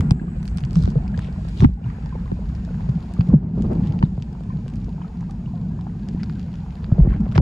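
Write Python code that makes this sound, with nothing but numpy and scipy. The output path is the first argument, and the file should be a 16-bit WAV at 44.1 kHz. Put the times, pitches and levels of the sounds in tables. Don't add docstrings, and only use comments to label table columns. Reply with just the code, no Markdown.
import sys
import numpy as np
from scipy import signal
from scipy.fft import rfft, irfft, next_fast_len
from scipy.io import wavfile
from scipy.ndimage import uniform_filter1d, minimum_filter1d

SR = 44100
rng = np.random.default_rng(int(sys.argv[2]) if len(sys.argv) > 2 else 0)


def wav_out(sig):
    wavfile.write(sys.argv[1], SR, np.round(np.clip(np.atleast_2d(sig).T, -1, 1) * 32767).astype(np.int16))


N = 326781

# frequency in Hz, side against mid in dB.
STEREO_WIDTH = [(60, -44.5), (110, -76), (200, -51), (380, -11), (700, 0), (1290, 0), (2400, 1),
                (4400, 2.5), (8100, -14), (13000, 20)]
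# time in seconds, then the levels
# in dB of the wash, the gurgle, the hiss, the thin sizzle and the stereo side.
WATER_LEVELS = [(0, -45, -49, -63, -68, -0.5), (.16, -49, -56.5, -72, -69, .5),
                (0.38, -54, -56, -69.5, -71, 1), (.95, -48.5, -55, -66, -75, -0.5),
                (1.25, -47.5, -55, -67, -76.5, -2), (1.63, -54, -57, -57.5, -73, 1),
                (1.7, -55, -64, -66.5, -82, 3), (1.77, -60, -64, -73.5, -81, -5),
                (1.852, -50.5, -53, -65.5, -81, -1), (2.4, -49, -59, -65, -81, -2),
                (2.802, -48.5, -56.5, -63, -90, -4.5), (3.28, -49.5, -59, -64, -86.5, -2.5),
                (3.43, -49, -58, -72, -88, -15), (3.62, -49, -61.5, -65, -88, -3.5),
                (3.85, -44.5, -55, -64, -83, -3.5), (4.15, -53, -63, -67.5, -82, -1.5),
                (4.7, -50, -60, -66, -90, -4.5), (5.699, -49.5, -63.5, -67.5, -85, -6),
                (6.3, -51, -58, -65, -96.5, -6), (6.799, -51, -59, -65, -99, -4.5),
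                (7.1, -47, -56, -68.5, -96, -4.5), (7.41, -45.5, -62.5, -66.5, -95, 1.5)]
# frequency in Hz, level in dB.
WASH_SPECTRUM = [(250, -22), (450, 2), (560, -1.5), (800, 3), (1020, 0), (1280, -11), (1800, -23),
                 (3500, -44.5), (9000, -92.5)]
GURGLE_SPECTRUM = [(700, -32), (1250, -1.5), (1550, 1.5), (1830, -3), (2100, -7), (2400, -6), (2900, -12.5),
                   (4000, -41), (11000, -80.5)]
HISS_SPECTRUM = [(1000, -21.5), (2500, -1), (3300, -4), (4100, -5), (4850, -4), (6100, -9.5), (7000, -6),
                 (8400, -22), (9100, -17), (9700, -13), (10500, -29), (12000, -24.5), (15000, -45)]
SWAY_SPECTRUM = [(15, -28.5), (25, -10.5), (36, -1), (49, 8.5), (60, 9.5), (80, 0), (105, -2.5), (140, -15),
                 (300, -73.5), (1500, -110)]
HUM_SPECTRUM = [(50, -32.5), (90, -5.5), (125, -5.5), (172, 0), (205, -5), (235, -8), (265, -19.5),
                (340, -24.5), (450, -33), (600, -59.5), (1200, -95), (4000, -110)]
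SURGE_SPECTRUM = [(120, -9.5), (260, -1), (350, 3), (520, -8.5), (800, -15.5), (1400, -31), (3000, -52.5),
                  (6000, -68), (12000, -105)]
# middle in seconds, length in seconds, level in dB, pitch in Hz.
GRIT_SWISHES = [(0.486, 0.096, -65, 5870), (0.6, 0.1, -69, 5870), (0.78, 0.12, -55, 4270),
                (0.849, 0.17, -55.5, 3960), (1.243, 0.13, -54, 2670), (1.448, 0.39, -73, 3850),
                (1.609, 0.099, -48.5, 3070), (1.648, 0.018, -34.5, 1370), (1.902, 0.06, -62, 1700),
                (2.809, 0.023, -59, 1700), (3.863, 0.13, -62, 2540), (5.041, 0.07, -69, 2220),
                (5.466, 0.048, -68, 2600), (6.205, 0.024, -49.5, 1800), (7.128, 0.13, -51.5, 1460),
                (7.359, 0.042, -42, 1800)]
# pitch in Hz, width in Hz, level in dB.
SHELL_RESONANCES = [(1080, 600, -6), (1700, 700, -2.5), (2450, 610, -1), (3160, 1700, -1.5), (4620, 570, 0),
                    (7200, 650, -12), (9050, 8000, -18.5), (13300, 4100, -7.5)]
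# time in seconds, level in dB, then body (the lows) and
# top (the highs), both in dB against the middle pitches.
CLEAR_TICKS = [(.006, -23, 14, -17), (.1072, -18.5, -19, -36), (.4277, -34.5, -5, -32),
               (.4533, -37, -15, -18), (.4768, -31.5, -33, -39), (.5715, -32.5, -23, -29),
               (.5824, -30, 0, -44), (.6045, -39, -20, -26), (.636, -31, -14, -80), (.649, -34, -23, -45),
               (.7072, -36, -20, -36), (.7297, -40, -20, -28), (.7546, -26, 1, -38), (.8348, -31.5, 8, -25),
               (.8545, -30.5, 7, -47), (.9014, -40, -15, -35), (1.077, -37, -21, -45),
               (1.1745, -31.5, -11, -46), (1.19, -28, 9, -36), (1.485, -38, -22, -30),
               (1.6035, -20.5, 2, -46), (1.6214, -36, 2, -48), (1.8996, -44, -21, -47),
               (2.058, -37.5, -10, -50), (2.5492, -38, -31, -52), (2.648, -41, -10, -48),
               (2.892, -36, 6, -47), (3.1362, -39.5, -20, -27), (3.2068, -27.5, -19, -74),
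               (3.2725, -45, -13, -37), (3.2865, -43, -11, -25), (3.342, -37.5, 10.5, -47),
               (3.6205, -37.5, -12, -40), (3.7313, -41.5, -20, -29), (3.835, -44, -12, -60),
               (3.8525, -44, -8, -59), (3.871, -39.5, -22, -51), (3.9216, -35.5, -9, -54),
               (3.9883, -36, -22, -62), (4.0266, -36, 8, -39), (4.0615, -44, -8, -61.5),
               (4.2218, -30, -11, -49), (4.679, -35.5, -37, -37), (4.699, -45, -20, -38),
               (4.736, -43, -20, -40), (4.7563, -41.5, -20, -33), (4.843, -44.5, -20, -42),
               (5.2066, -40, -3, -41), (5.308, -38, -16, -40), (5.809, -42.5, -15, -49),
               (6.0855, -33.5, -17, -42), (6.2312, -28, 6, -55), (6.2405, -45, -10, -47),
               (6.2952, -34.5, 2, -54), (6.3943, -39, -27, -55), (6.428, -45, -16, -50),
               (6.539, -37.5, -2, -57), (6.554, -39, -15, -45), (6.705, -44, -18, -55),
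               (6.842, -30, -2, -62), (7.203, -41, -11.5, -41), (7.2554, -36.5, 8, -81),
               (7.3138, -39, -4, -55), (7.3206, -34, 26.5, -40), (7.354, -29, -2, -55),
               (7.362, -25.5, 7, -55), (7.3767, -18, 0, -55)]
# start in seconds, level in dB, pitch in Hz,
# number of cycles it rings for, phase gap between the two microphones in radians.
NEAR_BUBBLES = [(.044, -43, 1152, 30, 1), (0.196, -33.5, 1620, 46, 1.3), (.227, -27, 740, 16, 3.5),
                (.281, -32, 1200, 34, 2.3), (.364, -34, 510, 39, 2.1), (.956, -20.5, 463, 34, 1.6),
                (1.005, -33, 703, 44, 2), (1.046, -34.5, 740, 50, 1.5), (1.06, -37, 765, 32, 4),
                (1.129, -32, 536, 16, 3.5), (1.142, -32, 1660, 55, 1.3), (1.361, -35, 976, 16, -0.8),
                (1.381, -40, 630, 61, 1.5), (1.773, -38, 800, 94, 2), (1.814, -28, 546, 9, 2),
                (1.842, -36.5, 2840, 43, 1.5), (1.861, -35, 960, 46, 1.6), (1.877, -36, 873, 16, 2),
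                (1.903, -34, 1165, 43, 4), (2.059, -35, 865, 35, 1.5), (2.125, -34, 1014, 65, 1),
                (2.158, -30, 880, 26, 1.5), (2.259, -37, 1060, 35, 1.5), (2.277, -44.5, 2003, 55, 1.5),
                (2.496, -37, 1150, 14, 1.5), (2.677, -35, 646, 31, .5), (2.689, -39, 1437, 32, 1),
                (2.744, -27.5, 1550, 7.3, 1.5), (2.783, -37, 1286, 16, 2), (2.807, -36, 810, 25, 2.5),
                (2.923, -32, 1000, 14, 3), (3.11, -32.5, 690, 24, 0.9), (3.166, -39, 1184, 55, 1),
                (3.285, -37, 620, 30, .7), (3.302, -33, 1044, 33, 0.5), (3.6, -37, 710, 18, .3),
                (3.81, -38, 940, 51, 1.5), (3.937, -32, 865, 39, 1.8), (4.0254, -32, 2970, 63, 2),
                (4.026, -35, 1770, 37, 0.5), (4.054, -43, 2257, 30, 4), (4.351, -35, 940, 14, 1),
                (4.502, -32.5, 1029, 68, 4), (4.98, -37.5, 889, 41, .1), (5.016, -28, 950, 15, 0.6),
                (5.019, -36, 1300, 33, 3), (5.022, -42, 3030, 38, 1), (5.045, -39.5, 1280, 77, 2),
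                (5.228, -29.5, 925, 12, 0.3), (5.294, -41, 1200, 55, 1.5), (5.298, -37.5, 785, 42, -0.5),
                (5.46, -42.5, 2880, 55, 1.5), (5.537, -37, 710, 89, 0.6), (5.79, -29, 970, 15, 1.5),
                (5.868, -25, 815, 18, 1), (6.483, -34, 1050, 7.4, 1), (6.663, -30, 916, 6.6, 1.3),
                (7.088, -42.5, 2070, 65, .6), (7.12, -35, 1990, 30, 1), (7.128, -30, 1060, 38, 1.5),
                (7.133, -38, 1520, 33, 1.5)]
WATER_SLAPS = [(0.109, -11, 850, 12, 2.54), (.769, -10, 488, 4.6, 3), (0.877, -6, 370, 5, 3.5),
               (1.179, -21.5, 493, 7.6, 1.7), (1.286, -25, 490, 8.9, 1.5), (1.451, -22.5, 570, 5.5, 1.9),
               (1.622, -14, 1140, 14, 2.8), (1.635, -21, 900, 24, 1.5), (1.648, -1, 895, 10.5, 2.86),
               (1.691, -19, 502, 5, 2.4), (1.985, -28.5, 523, 9, 1.5), (2.072, -23, 502, 5, 2.7),
               (2.153, -23.5, 490, 11, 1), (2.318, -11.5, 410, 8.7, 2.8), (2.391, -26.5, 506, 10, .2),
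               (2.707, -25, 488, 5.6, 0.3), (2.807, -21, 782, 5.7, 2.3), (2.89, -13.5, 450, 4.5, 2.5),
               (2.984, -29, 531, 5.4, .6), (3.188, -24.5, 440, 7.4, 0.3), (3.208, -15.5, 845, 12, 3.1),
               (3.3425, -13.5, 414, 10, .3), (3.36, -27, 516, 9.9, .1), (4.027, -8, 995, 16.3, 2.56),
               (4.178, -22, 560, 5.1, 0.2), (4.408, -24, 470, 4, .5), (4.538, -28, 450, 3.3, .1),
               (4.662, -27, 550, 6.5, .1), (4.884, -27, 470, 6.3, .4), (6.232, -25.5, 1600, 14, .1),
               (6.298, -33, 1640, 17, .1), (6.918, -21, 650, 10.7, 0.1), (6.983, -17.5, 503, 7.2, 0.1),
               (7.002, -24, 687, 7.1, .1), (7.071, -21, 600, 11, 0.8), (7.265, -22, 596, 6.8, 0.37),
               (7.358, -11, 603, 7.4, 1.6), (7.3795, -2, 1000, 6.8, 1.58)]
# time in seconds, level of the sway in dB, level of the hum in dB.
FLOW_LEVELS = [(0, -39, -21), (.3, -37, -28), (.56, -35.5, -32), (.88, -31.5, -25), (1.35, -37.5, -31),
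               (1.95, -40, -31), (2.3, -34.5, -31), (2.85, -37, -29), (3.12, -40.5, -33),
               (3.47, -39, -22.5), (3.75, -32.5, -20.5), (3.9, -29, -23.5), (4.15, -34.5, -31.5),
               (4.4, -44.5, -33), (4.52, -41.5, -29), (4.87, -41.5, -28.5), (5.07, -43.5, -32.5),
               (5.45, -41, -31), (5.65, -42, -28.5), (5.95, -44.5, -30), (6.2, -40.5, -27),
               (6.55, -39, -31.5), (6.76, -39, -36), (7.1, -27, -23.5), (7.41, -40, -29)]
# crest in seconds, level in dB, rise in seconds, fall in seconds.
WATER_SURGES = [(0, -38.5, .05, 0.25), (.87, -42, 0.52, .1), (1.631, -27, 0.042, 0.044),
                (3.33, -34.5, 0.044, 0.065), (3.7, -35.5, 0.59, 0.42), (6.16, -51, 0.2, 0.19),
                (7.02, -36.5, 0.19, 0.17), (7.384, -25.5, 0.014, 0.055)]
# crest in seconds, level in dB, pitch in Hz, time to swell in seconds.
CASE_BUMPS = [(.001, -6.5, 100, 0.014), (0.062, -20.5, 177.4, 0.045), (0.118, 3, 132, 0.0058),
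              (0.219, -11, 193.6, 0.0043), (0.641, -13, 133, 0.024), (0.776, -4.5, 172.3, 0.02),
              (0.848, -6.5, 87, 0.01), (0.891, -8.5, 173, 0.0071), (0.971, -6.5, 147.5, 0.015),
              (1.06, -23.5, 189, 0.085), (1.19, -9.5, 110, 0.0055), (1.609, -6, 97, 0.015),
              (1.627, -2.5, 190, 0.004), (1.633, 2.5, 125, 0.0048), (1.64, -13, 198, 0.012),
              (1.649, 1, 253.4, 0.0095), (1.659, 4.5, 111, 0.0049), (1.673, -6, 151, 0.0065),
              (1.685, -9, 72, 0.017), (1.698, -10.5, 140, 0.0042), (1.729, -14.5, 55.4, 0.025),
              (1.867, -14.5, 118, 0.023), (2.328, -9, 136, 0.0045), (2.9, -7.5, 138, 0.011),
              (2.964, -13, 176, 0.014), (3.197, -0.5, 125, 0.0063), (3.215, -9.5, 164, 0.01),
              (3.294, -4, 152, 0.0074), (3.316, -12.5, 172.7, 0.018), (3.334, -10, 69, 0.025),
              (3.344, 6.5, 200, 0.0096), (3.357, 4.5, 157, 0.013), (3.61, -8, 179, 0.0033),
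              (3.666, -17, 145, 0.0016), (3.898, -9, 124, 0.0073), (4.039, 2.5, 143, 0.0049),
              (4.184, -10.5, 135, 0.0048), (4.495, -17.5, 140, 0.01), (4.555, -19, 157, 0.018),
              (4.63, -21.5, 153, 0.013), (4.782, -19, 175, 0.0052), (4.86, -17, 55, 0.023),
              (5.214, -18.5, 151, 0.0095), (5.466, -19, 182, 0.025), (5.582, -18.5, 173, 0.018),
              (6.149, -10, 157, 0.0027), (6.177, -18.5, 188, 0.013), (6.926, 1.5, 121.5, 0.0055),
              (6.997, -1, 157.6, 0.014), (7.026, -1.5, 51, 0.029), (7.077, -3, 165, 0.0042),
              (7.206, -10.5, 210, 0.011), (7.245, -18, 190, 0.01), (7.296, -8, 149, 0.0072),
              (7.368, -6, 113, 0.013), (7.389, 2, 141, 0.0059), (7.403, -3, 78, 0.014)]

LEFT_RIGHT = np.array([[1], [-1]])
SHELL_SIDE = 0.73


def from_db(db):
    return 10 ** (np.asarray(db) / 20)


def rms_one(x):
    return x / np.sqrt(np.mean(x ** 2) + 1e-20)


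def in_time(rows):
    times, *columns = np.transpose(rows)
    return [np.interp(np.arange(N) / SR, times, column) for column in columns]


def gain_at(spectrum, hz):
    table_hz, db = np.transpose(spectrum)
    return from_db(np.interp(np.log(hz + 1e-3), np.log(table_hz), db))


def width_at(s):
    times, *_, side_db = np.transpose(WATER_LEVELS)
    return from_db(np.interp(s, times, side_db))


def drift(per_s):
    return np.interp(np.arange(N) / SR * per_s, np.arange(4000), rng.standard_normal(4000))


def add(out, s, sound):
    start = int(round(s * SR))
    first, last = max(start, 0), min(start + sound.shape[-1], N)
    if last > first:
        out[..., first:last] += sound[..., first - start:last - start]


def lowpass(x, hz):
    return signal.sosfilt(signal.butter(4, min(hz, SR / 3), fs=SR, output="sos"), x)


def resonate(x, hz, width_hz):
    decay = np.exp(-np.pi * width_hz / SR)
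    feed = np.array([1, 0, -1]) * (1 - decay ** 2) / 2
    feedback = [1, -2 * decay * np.cos(2 * np.pi * hz / SR), decay ** 2]
    return signal.lfilter(feed, feedback, x + 1e-18)


def coloured(pair, spectrum):
    size = next_fast_len(N)
    hz = np.arange(size // 2 + 1) * SR / size
    mid_bins, side_bins = rfft(pair, size) * gain_at(spectrum, hz)
    mid = irfft(mid_bins, size)[:N]
    side = irfft(side_bins * gain_at(STEREO_WIDTH, hz), size)[:N]
    return (mid + side * LEFT_RIGHT) / np.std(mid)


def noise(spectrum):
    return coloured(rng.standard_normal((2, N)), spectrum)


def grains(per_s, spread_db):
    happens = rng.random(N) < per_s / SR
    size = from_db(spread_db * np.minimum(rng.exponential(1, N), 4))
    return happens * size * rng.choice([-1, 1], N)


def bubbling(spectrum, low_hz, high_hz, per_s, cycles, far_db):
    rings = np.zeros((2, N))
    for hz in np.geomspace(low_hz, high_hz, 20):
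        births = grains(per_s, spread_db=2.0)
        pair = np.array([births, births * rng.choice([-1, 1], N)])
        rings += resonate(pair, hz, hz / cycles) / np.sqrt(hz)
    return rms_one(coloured(rings, spectrum) + from_db(far_db) * noise(spectrum))


def crackle():
    clicks = grains(per_s=55 * from_db(3.4 * drift(6)), spread_db=-1.0) * rng.standard_normal((2, N))
    mid, side = sum((-1) ** k * from_db(db) * resonate(clicks, hz, width_hz)
                    for k, (hz, width_hz, db) in enumerate(SHELL_RESONANCES))
    return rms_one(lowpass(mid + SHELL_SIDE * side * LEFT_RIGHT, hz=8500))


def sizzle():
    return rms_one(sum(resonate(resonate(rng.standard_normal(N), hz, width_hz), hz, width_hz)
                       for hz, width_hz in [(7160, 360), (7900, 640)]))


def water(waver_db=0.06):
    wash_db, gurgle_db, hiss_db, sizzle_db, _ = in_time(WATER_LEVELS)
    crackling, sizzling = crackle(), sizzle()
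    wash_gain = from_db(wash_db + waver_db * drift(24))
    wash = bubbling(WASH_SPECTRUM, 415, 1289, per_s=18, cycles=26, far_db=-7.5)
    gurgle_gain = from_db(gurgle_db + 1 + waver_db * drift(26))
    gurgle = bubbling(GURGLE_SPECTRUM, 1199.5, 3300, per_s=8, cycles=110, far_db=0.5)
    hiss = from_db(0.5) * noise(HISS_SPECTRUM) + from_db(-2) * crackling
    sizzle_gain = from_db(sizzle_db + 1.5 * drift(48))
    return wash_gain * wash + gurgle_gain * gurgle + from_db(hiss_db) * hiss + sizzle_gain * sizzling


def swishes(grit_db=5.5, breadth=0.56):
    out = np.zeros((2, N))
    for middle_s, length_s, db, hz in GRIT_SWISHES:
        size = int(length_s * SR)
        grit = from_db(grit_db * np.repeat(rng.standard_normal(400), 64)[:size])
        slips = rng.standard_normal((3, 400 * 64))[:, :size] * grit
        band = resonate(slips[0] + slips[1:], hz, breadth * hz)
        rub = lowpass(resonate(band, hz, 2 * breadth * hz), hz=11000)
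        swell = np.sqrt(2 * np.hanning(size))
        add(out, middle_s - length_s / 2, from_db(db) * rms_one(rub) * swell)
    return out


def faint_ticks(per_s=2, scatter_db=5):
    draws = rng.random((int(per_s * N / SR), 4))
    usual_db = np.array([-47, -14, -35])
    return [(draw[0] * N / SR, *(usual_db + scatter_db * (2 * draw[1:] - 1))) for draw in draws]


def ticks(contact_s=0.00051, lag_s=0.0013, snap_db=7.5, catch_db=-8.5, uneven_db=2.5):
    out = np.zeros((2, N))
    t = np.arange(int(0.025 * SR)) / SR
    for s, db, body_db, top_db in list(CLEAR_TICKS) + faint_ticks():
        force = t / contact_s * np.exp(1 - t / contact_s)
        for catch_s in rng.uniform(0.0037, 0.0092, 2):
            force += from_db(catch_db) * (t > catch_s) * np.exp(-np.abs(t - catch_s) / contact_s)
        mid, side = rng.standard_normal((2, len(t))) * force
        mid[int(contact_s * SR)] += from_db(snap_db)
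        push = mid + SHELL_SIDE * width_at(s) * side * LEFT_RIGHT
        ring = 0
        for hz, width_hz, ring_db in SHELL_RESONANCES:
            tone_db = np.interp(hz, [1000, 2000, 7600, 9000], [body_db + 16.5, 0, 0, top_db + 6.5])
            gain = from_db(ring_db + tone_db + uneven_db * rng.standard_normal())
            ring += gain * resonate(push, hz, width_hz)
        ring = lowpass(ring, hz=8500 * from_db((top_db + 38) / 5))
        add(out, s + lag_s, from_db(db + 0.5) * ring / np.abs(ring.mean(axis=0)).max())
    return out


def ping(hz, cycles, phase_gap, glide):
    length_s = cycles / hz
    t = np.arange(int(length_s * SR)) / SR
    phase = 2 * np.pi * hz * t * (1 + glide * t / length_s)
    loudness = from_db(-60 * t / length_s) * (1 - np.exp(-t / 0.00037))
    return loudness * np.sin(phase + LEFT_RIGHT * phase_gap / 2)


def spatter(hz, phase_gap, decay_s=0.0022):
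    t = np.arange(int(8 * decay_s * SR)) / SR
    centre_hz = 1.34 * hz
    burst = rng.standard_normal((2, len(t))) * np.exp(-t / decay_s)
    mid, side = lowpass(resonate(burst, centre_hz, width_hz=0.94 * hz), 2 * centre_hz)
    return (np.cos(phase_gap / 2) * mid + np.sin(phase_gap / 2) * side * LEFT_RIGHT) / np.abs(mid).max()


def bubbles(spatter_db=-24, shed_db=-11.5, shed_s=0.03, shed_octaves=1.4):
    out = np.zeros((2, N))
    for s, db, hz, cycles, phase_gap in NEAR_BUBBLES:
        add(out, s, from_db(db) * ping(hz, cycles, phase_gap, glide=0.012))
        add(out, s, from_db(db + spatter_db) * spatter(hz, phase_gap))
        for later, higher, wider in rng.random((3, 3)):
            small_hz = hz * 2 ** (shed_octaves * higher)
            small = ping(small_hz, cycles, phase_gap=2 * wider, glide=0.03)
            add(out, s + shed_s * later, from_db(db + shed_db) * hz / small_hz * small)
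    return out


def slaps(spatter_db=-19.5):
    out = np.zeros((2, N))
    for s, db, hz, cycles, phase_gap in WATER_SLAPS:
        add(out, s, from_db(db) * ping(hz, cycles, phase_gap, glide=-0.18))
        add(out, s, from_db(db + spatter_db) * spatter(hz, phase_gap))
    return out


def rumble(surge_depth_db=17, lumps_db=5.5):
    sway_db, hum_db = in_time(FLOW_LEVELS)
    sway = from_db(sway_db + 7.5) * noise(SWAY_SPECTRUM)
    hum = from_db(hum_db + 2) * noise(HUM_SPECTRUM)
    t = np.arange(N) / SR
    surges = sum(from_db(db - surge_depth_db * np.maximum((crest_s - t) / rise_s, (t - crest_s) / fall_s))
                 for crest_s, db, rise_s, fall_s in WATER_SURGES)
    lumps = from_db(0.5 + lumps_db * drift(54))
    return sway + hum + surges * lumps * noise(SURGE_SPECTRUM)


def knocks(level_db=-2, pitch_sag=0.044):
    out = np.zeros((2, N))
    for crest_s, db, hz, swell_s in CASE_BUMPS:
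        t = np.arange(int(5 * swell_s * SR)) / SR
        age = t / swell_s
        loudness = (age * np.exp(1 - age)) ** 3
        phase = 2 * np.pi * hz * (t - swell_s) * (1 - pitch_sag * (age - 1))
        phase_gap = min(0.098 * (width_at(crest_s) * hz / 150) ** 4.8, 1.4)
        swing = np.cos(phase + LEFT_RIGHT * phase_gap / 2)
        add(out, crest_s - swell_s, from_db(db + level_db) * loudness * swing)
    return out


def scene():
    left, right = water() + swishes()
    mid, side = (left + right) / 2, (left - right) / 2
    background = mid + width_at(np.arange(N) / SR) * side * LEFT_RIGHT
    return background + ticks() + bubbles() + slaps() + rumble() + knocks()


def limiter(x, ceiling_db=-0.5, attack_s=0.002, hold_s=0.18, release_db_per_s=92.5):
    peak_db = 20 * np.log10(np.abs(x).max(axis=0) + 1e-9)
    over_db = np.maximum(peak_db - ceiling_db, 0)
    hold = int(hold_s * SR)
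    held_db = -minimum_filter1d(-over_db, hold, origin=(hold - 1) // 2, mode="constant")
    recovery_db = release_db_per_s * np.arange(N) / SR
    cut_db = np.maximum.accumulate(held_db + recovery_db) - recovery_db
    return x * from_db(-uniform_filter1d(cut_db, int(attack_s * SR)))


def record(dry, cutoff_hz=15800):
    limited = limiter(dry)
    rounded = limited / (1 + np.abs(limited) ** 8) ** (1 / 8)
    faded = rounded * signal.windows.tukey(N, 0.0006)
    return signal.sosfilt(signal.cheby2(12, 70, cutoff_hz, fs=SR, output="sos"), faded)


dry = scene()
out = record(dry)
wav_out(out)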